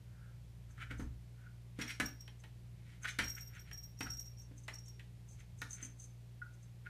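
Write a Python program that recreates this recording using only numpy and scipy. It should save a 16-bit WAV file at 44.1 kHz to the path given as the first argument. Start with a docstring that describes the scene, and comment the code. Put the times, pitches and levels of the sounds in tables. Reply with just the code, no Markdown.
"""A small room, one microphone near a closet door; an appliance hums under faint room noise throughout.
A cat starts pawing at the door: claws stick and slip, and the hollow panel knocks in its track.
From about 2 to 5 s the pellet bell on its collar swings free and rings among the knocks and scrapes.
Then it only rattles, as it does whenever it is pressed into the fur.
Towards the end a claw plucks the door's edge hard, three times."""
import sys
import numpy as np
from scipy import signal
from scipy.fft import rfft, irfft
from scipy.io import wavfile
from scipy.ndimage import uniform_filter1d

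SR = 44100
rng = np.random.default_rng(int(sys.argv[2]) if len(sys.argv) > 2 else 0)


def dump(signal):
    """Clip the signal to [-1, 1] and save it as 16-bit WAV at the path in sys.argv[1]."""
    limited = np.clip(np.atleast_2d(signal).T, -1, 1)
    pcm = np.round(limited * 32767).astype(np.int16)
    wavfile.write(sys.argv[1], SR, pcm)


N = 303840
TIME = np.arange(N) / SR
AGE = TIME[:SR // 2]  # seconds since a blow
MIDDLE_S = AGE.mean()

# Paws knock the door. Each row: start in seconds, levels of clack, panel thump and hollow body in dB,
# t60 in seconds, clack centre in Hz.
KNOCKS = [(0.778, -55.5, -74, -83, 0.085, 1440), (0.9102, -47.5, -51.5, -58.5, 0.097, 1470),
          (0.9954, -52.5, -43.5, -55.5, 0.13, 1270), (1.7884, -47.5, -43, -58.5, 0.3, 1390),
          (1.9993, -29.5, -42.5, -38, 0.074, 1560), (2.2775, -50, -71, -62, 0.049, 2480),
          (2.4369, -51.5, -90, -60, 0.069, 2280), (3.1871, -31.5, -45, -46, 0.15, 1870),
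          (3.713, -45.5, -80, -56.5, 0.037, 1900), (4.0068, -34.5, -47.5, -44, 0.051, 1830),
          (4.066, -48.5, -59, -58, 0.077, 1400), (4.5107, -72, -60, -74, .1, 2120),
          (4.6806, -40, -67, -52, 0.068, 1820), (4.994, -52, -93, -73, 0.075, 2420),
          (5.6174, -33.5, -60, -49, 0.037, 1520), (5.8257, -58, -57.5, -70.5, 0.22, 2000)]
# A paw drags over the door. Each row: strongest pull in seconds, build-up in seconds,
# levels of edge ring and claw rasp in dB.
SCRAPES = [(0.196, 0.12, -69, -96), (0.709, 0.011, -65.5, -88), (.826, 0.023, -51, -52),
           (0.914, 0.011, -52.5, -51.5), (1.45, 0.068, -69, -78), (1.824, 0.018, -57, -44.5),
           (1.908, 0.025, -55.5, -44.5), (2.93, 0.085, -78, -67.5), (3.056, 0.012, -43, -42),
           (3.091, 0.018, -58, -46), (3.382, 0.011, -54.5, -54), (3.576, 0.036, -61, -57.5),
           (3.691, 0.027, -72, -63.5), (4.074, 0.017, -51.5, -74), (5.411, 0.023, -75, -66),
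           (5.81, 0.048, -67, -63), (6.87, 0.0098, -56, -58)]
# Single blows. Each row: start in seconds, level in dB.
PLUCKS = [(1.463, -37), (5.616, -24.5), (6.4173, -20.5), (6.8634, -24.5)]  # a claw on the door's edge
BUMPS = [(1.016, -51), (2.018, -58), (3.196, -53), (4.022, -60)]  # the whole door against its track
BELL_STRIKES = [(1.8154, -38.5), (1.879, -40.5), (2.0593, -34.5), (2.2074, -43.5), (3.2404, -38),
                (3.2795, -38), (3.297, -33.5), (3.3508, -38), (3.4083, -37.5), (3.475, -48),
                (3.5955, -43.5), (3.7315, -37.5), (3.7757, -41.5), (3.8332, -40), (3.9902, -39.5),
                (4.0306, -37.5), (4.1037, -32.5), (4.1351, -36), (4.1706, -42), (4.195, -33), (4.2581, -44),
                (4.384, -45.5), (4.7393, -40), (4.786, -47.5), (4.881, -45)]  # the pellet on the free shell
# The pellet rattles in the damped bell. Each row: start in seconds, length in seconds, level in dB.
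RATTLES = [(0.708, .01, -63), (0.9835, .045, -58.5), (2.4, .01, -62), (3.033, .01, -45), (3.0974, .01, -44),
           (3.3842, .01, -54), (3.55, .01, -61), (4.418, .01, -58.5), (4.58, .01, -53.5), (4.636, .01, -60),
           (4.86, .01, -56.5), (5.288, .065, -58), (5.398, .01, -60), (5.588, .045, -55.5),
           (5.7075, .055, -40.5), (5.8274, .025, -40), (5.9976, .045, -49), (6.538, .01, -66),
           (6.63, .01, -61.5)]
# The free bell's changing brightness. Each row: time in seconds, then first overtone, second overtone
# and chatter in dB against the main tone.
OVERTONES = [(1.85, -28, -30, -34), (2.06, -24, -11.5, -14), (2.21, -30, -28, -21), (3.28, -15.5, -21, -11),
             (3.37, -10.5, -28, -16), (3.78, -17.5, -17, -19), (4.17, -19, -26, -16.5),
             (4.8, -25, -34, -11)]
# The room's low drone. Each row: time in seconds, level in dB.
DRONE_LEVELS = [(0.0, -63.5), (0.84, -59.5), (1.04, -50), (1.28, -63.5), (3.99, -62.5), (4.13, -57),
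                (4.3, -62.5), (6.89, -66.5)]
# The appliance's hum. Each row: frequency in Hz, level in dB.
MOTOR_TONES = [(59.2, -59.5), (118.4, -54.5), (177.6, -69)]

# Ringing modes. Each row: frequency in Hz, level in dB, t60 in seconds.
PANEL_MODES = [(167.5, -10.5, 0.23), (207, 0.5, 0.086), (245.4, 3.5, 0.092), (268, -2.5, 0.093),
               (291.1, -1, 0.16), (316, -28, 0.15), (375, -4, 0.064), (475, -5.5, 0.062)]  # the door's face
EDGE_MODES = [(1450, 0, .027), (1540, -8, .026), (1330, -10, .02), (1950, -16, .02), (2600, -30, .016)]  # its edge
SWAY_MODES = [(40.2, -2, .35), (67.5, 8.5, 0.25), (89.7, -8, 0.43), (150, -3.5, 0.37)]  # the whole door
SHELL_MODES = [(5597, 0, .075), (5650, -10, .06), (8100, -24, .04)]  # the free bell

# Noise spectra. Each row: frequency in Hz, level in dB.
CLACK = [(900, -20), (1250, -3.5), (1450, 0), (1650, 0.5), (1900, 0.5), (2300, -1), (2800, -2),
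         (3200, -0.5), (3600, -10.5), (6000, -15)]  # the door in its track
HOLLOW = [(200, -23), (380, -0.5), (600, -1), (780, -2), (1000, 2), (1250, -8), (1600, -13), (12000, -22)]  # its hollow body
CLAW_TICK = [(2200, -30), (3300, 3), (4100, 5.5), (5000, -0.5), (7000, -1.5), (9500, -3), (11000, -9),
             (14000, -16)]  # claw tips touching
EDGE_RUB = [(1000, -28), (1220, -15), (1330, -3), (1440, 0), (1560, -1), (1750, -10), (2200, -28),
            (9000, -44)]  # claws on the edge
FACE_RASP = [(500, -27), (1100, -14), (1500, -10), (1850, 3), (2180, 9), (2420, 2.5), (3100, -2),
             (3700, -13.5), (5000, -68)]  # claws on the face
PELLET_BUZZ = [(5000, -22.5), (5600, -3), (6100, -9), (7200, -18.5), (8000, -11), (9000, -16), (10500, -36),
               (12900, -23), (13300, -6), (14100, -29)]  # buzzing contact with the shell
PELLET_CHATTER = [(4000, -14), (5400, -10.5), (6200, 4.5), (7000, 2), (8300, 0), (9500, -3.5),
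                  (10300, -8.5), (11000, -31), (12700, -18), (13800, -12), (14500, -20)]  # the pellet hopping and rolling
ROOM_RUMBLE = [(18, -32), (36, 4), (60, -3.5), (100, 8.5), (170, -1), (260, -26.5), (500, -57)]  # the low end of the room
ROOM_AIR = [(120, -24), (200, -4), (211, -6.5), (397, -7.5), (443, -10.5), (591, -12), (1330, -20.5),
            (1880, -19), (2060, -18), (12500, -28.5), (15000, -29.5)]  # its even hiss


def door_knocks(tick_slope=1.25):
    """A claw ticks, the door clacks in its track and its hollow panel thumps."""
    out = np.zeros(N)
    swell = 1 - np.exp(-AGE / 0.0013)
    for s, clack_db, thump_db, hollow_db, t60, centre_hz in KNOCKS:
        # the place of the blow decides which of the door's modes answer most
        spectrum = [(hz, db - 9 * np.log2(hz / centre_hz) ** 2) for hz, db in CLACK]
        clack = undb(clack_db) * burst(spectrum, t60)
        hollow = undb(hollow_db) * burst(HOLLOW, t60 * 1.26)
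        tick_db = -46.5 + tick_slope * (clack_db + 38.5)  # harder blows are brighter
        tick = undb(tick_db) * bounce(burst(CLAW_TICK, t60 * 0.51), gap_s=0.0097, loss_db=14)
        thump = undb(thump_db) * ring(PANEL_MODES, detune=0.022)
        add(out, s, (clack + hollow + thump) * swell + tick)
    return out


def claw_scrapes(slips_per_s=2200, scatter_db=3, catch_db=1.0, release_share=0.49):
    """The pull builds and lets go while claws stick and slip, ringing the edge and rasping the face."""
    out = np.zeros(N)
    size = len(AGE)
    from_peak = AGE - MIDDLE_S
    for s, build_s, edge_db, rasp_db in SCRAPES:
        slips = (rng.random(size) < slips_per_s / SR) * rng.choice([-1, 1], size)
        slips = slips * undb(scatter_db * rng.standard_normal(size))
        door = undb(edge_db) * colour(slips, EDGE_RUB) + undb(rasp_db) * colour(slips, FACE_RASP)
        # claws hiss more on the flat face than hooked on the edge
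        hiss_db = rasp_db - 16.5 + 0.86 * (rasp_db - edge_db)
        hiss = undb(hiss_db) * colour(slips, CLAW_TICK)
        width_s = np.where(from_peak < 0, build_s, build_s * release_share)
        pull = np.exp(-np.abs(from_peak / width_s) ** 1.2)  # a fairly pointed peak
        add(out, s - MIDDLE_S, (door + hiss) * pull)
    return out * undb(catch_db * wander(90))


def edge_plucks(swell_s=.006):
    """A claw plucks the door's edge and sets it ringing."""
    out = np.zeros(N)
    swell = 1 - np.exp(-(AGE / swell_s) ** 2)
    for s, db in PLUCKS:
        add(out, s - .001, undb(db) * ring(EDGE_MODES, detune=0.00094) * swell)
    return out


def door_sway():
    """The whole door sways against its track with a deep bump."""
    out = np.zeros(N)
    for s, db in BUMPS:
        add(out, s, undb(db) * ring(SWAY_MODES, detune=0.054))
    return out


def free_bell(buzz_db=-15, roll_db=-18, fall_back_s=0.078, fall_back_db=-22, flicker_db=2):
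    """The pellet rolls up the slit shell, hits, hops and falls back; its buzzing widens the tones."""
    out = np.zeros(N)
    swell = 1 - np.exp(-AGE / 0.0034)
    times, *levels = np.transpose(OVERTONES)
    main_tone_band = [(5250, -45), (5540, -6), (5600, 0), (5660, -6), (6000, -45)]
    for s, db in BELL_STRIKES:
        first_db, second_db, chatter_db = (np.interp(s, times, level) for level in levels)
        shell = ring(SHELL_MODES, detune=0.0013)
        buzz = undb(buzz_db) * burst(PELLET_BUZZ, t60=0.072)
        chatter = undb(chatter_db) * burst(PELLET_CHATTER, t60=0.058)
        first = ring([(13162, first_db, 0.17)], detune=.0008)
        second = ring([(13605, second_db, 0.17)], detune=.0012)
        blow = bounce((shell + buzz + chatter + first + second) * swell, gap_s=.008, loss_db=13)
        add(out, s - .002, undb(db) * blow)
        add(out, s + fall_back_s * (1 + 0.36 * rng.standard_normal()), undb(db + fall_back_db) * blow)
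        add(out, s + .004 - MIDDLE_S, undb(db + roll_db) * pellet_roll(main_tone_band, width_s=0.011))
    # the tumbling bell turns its slit towards and away from the microphone
    return out * undb(flicker_db * wander(110))


def damped_bell(hop_s=.02, jitter_s=.002, sag_db_per_s=80, scatter_db=3.0, roll_db=-4):
    """Held by fur, the shell rings higher and very briefly; the pellet rolls and hops until it settles."""
    out = np.zeros(N)
    swell = 1 - np.exp(-AGE / 0.0011)
    for start, length, level_db in RATTLES:
        for since in np.arange(0, length, hop_s):
            late, hard = rng.standard_normal(2) * (since > 0)
            s = start + since + jitter_s * late
            db = level_db - sag_db_per_s * since + scatter_db * hard
            chatter_db = -58 + 0.74 * (db + 47)  # chatter grows more slowly than the tone
            shell = ring([(6295, 4, 0.025), (6270, -8.5, 0.049)], detune=0.0042)
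            hop = undb(db) * shell + undb(chatter_db) * burst(PELLET_CHATTER, t60=0.035)
            add(out, s, bounce(hop * swell, gap_s=.009, loss_db=7.5))
            roll = pellet_roll(PELLET_CHATTER, width_s=0.012)
            add(out, s + 0.0058 - MIDDLE_S, undb(chatter_db + roll_db) * roll)
    return out


def pellet_roll(spectrum, width_s):
    """The pellet rolls along the shell: noise that swells to a peak at MIDDLE_S and falls away."""
    swell = np.exp(-.5 * ((AGE - MIDDLE_S) / width_s) ** 2)
    return colour(rng.standard_normal(len(AGE)), spectrum) * swell


def small_room(x, wet_db):
    """Near walls and a bare floor return a short tail to the microphone."""
    body = burst([(60, 8), (300, 7.0), (3000, -4.0), (5500, 4.5), (14000, -17)], t60=0.28)
    treble = burst([(2000, -15.5), (5000, -11), (14000, -10.5)], t60=0.29)
    tail = (body + 1.32 * treble) * (AGE > .005)
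    return x + undb(wet_db) * signal.fftconvolve(x, tail / np.linalg.norm(tail))[:N]


def room_tone():
    """A motor hums and wavers; its lowest tone swells and sinks with the rumble, under even hiss."""
    drone_db = np.interp(TIME, *np.transpose(DRONE_LEVELS))
    tones = []
    for hz, db in MOTOR_TONES:
        amplitude = np.sqrt(2) * undb(db + 0.5 * wander(7.7))
        phase = 2 * np.pi * (hz * TIME + rng.random()) + 0.032 * wander(1.6)
        tones.append(amplitude * np.sin(phase))
    hum = tones[0] * undb(drone_db - np.median(drone_db)) + sum(tones[1:])
    rumble = undb(drone_db + 2.3 * wander(3.0)) * colour(rng.standard_normal(N), ROOM_RUMBLE)
    hiss = undb(-70) * colour(rng.standard_normal(N), ROOM_AIR)
    return hum + rumble + hiss


def ring(modes, detune):
    """One blow on (Hz, dB, t60) modes; each blow lands a little differently."""
    out = np.zeros(len(AGE))
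    for hz, db, t60 in modes:
        struck_hz = hz * (1 + detune * rng.standard_normal())
        out += undb(db) * fade(t60) * np.sin(2 * np.pi * struck_hz * AGE)
    return out


def burst(spectrum, t60):
    """A crowd of close modes dying away together."""
    return colour(rng.standard_normal(len(AGE)), spectrum) * fade(t60)


def bounce(x, gap_s, loss_db, count=4):
    """A blow and weaker rebounds at uneven gaps, at about the energy of the blow alone."""
    lags = np.append(0, np.cumsum(gap_s * (.5 + rng.random(count)))) * SR
    gains = undb(-loss_db * np.arange(count + 1))
    blows = sum(gain * np.pad(x, (int(lag), 0))[:len(x)] for lag, gain in zip(lags, gains))
    return blows / np.linalg.norm(gains)


def fade(t60):
    """The decay of a struck thing, 60 dB down after t60 seconds."""
    return np.exp(-np.log(1000) * AGE / t60)


def colour(x, spectrum):
    """Shape x with a (Hz, dB) spectrum, at rms 1."""
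    hz, db = np.transpose(spectrum)
    bins_hz = np.maximum(np.fft.rfftfreq(len(x), 1 / SR), 1)
    gain = undb(np.interp(np.log(bins_hz), np.log(hz), db))
    return unit(irfft(rfft(x) * gain, len(x)))


def wander(rate_hz):
    """A smooth random drift, at rms 1."""
    size = int(SR / rate_hz)
    steps = np.repeat(rng.standard_normal(N // size + 1), size)
    return unit(uniform_filter1d(uniform_filter1d(steps, size), size)[:N])


def add(out, s, x):
    """Mix x into out from s seconds on, or from the start if s is negative."""
    i = max(int(s * SR), 0)
    out[i:i + len(x)] += x[:max(N - i, 0)]


def undb(db):
    """Decibels to gain."""
    return 10 ** (np.asarray(db) / 20)


def unit(x):
    """Scale to rms 1."""
    return x / np.sqrt(np.mean(x ** 2))


def scene():
    """The bell reaches the microphone mostly direct, while the broad door drives more of the room."""
    bell = small_room(free_bell() + damped_bell(), wet_db=-10)
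    door = small_room(door_knocks() + door_sway() + edge_plucks() + claw_scrapes(), wet_db=-4)
    return (door + bell + room_tone())[None]


def record(dry):
    """The microphone drops the bass below 20 Hz and the recorder cuts the top above 14.1 kHz."""
    heard = signal.sosfilt(signal.butter(3, 20, "highpass", fs=SR, output="sos"), dry)
    return signal.sosfilt(signal.ellip(8, .2, 60, 14100, fs=SR, output="sos"), heard)


dry = scene()
out = record(dry)
dump(out)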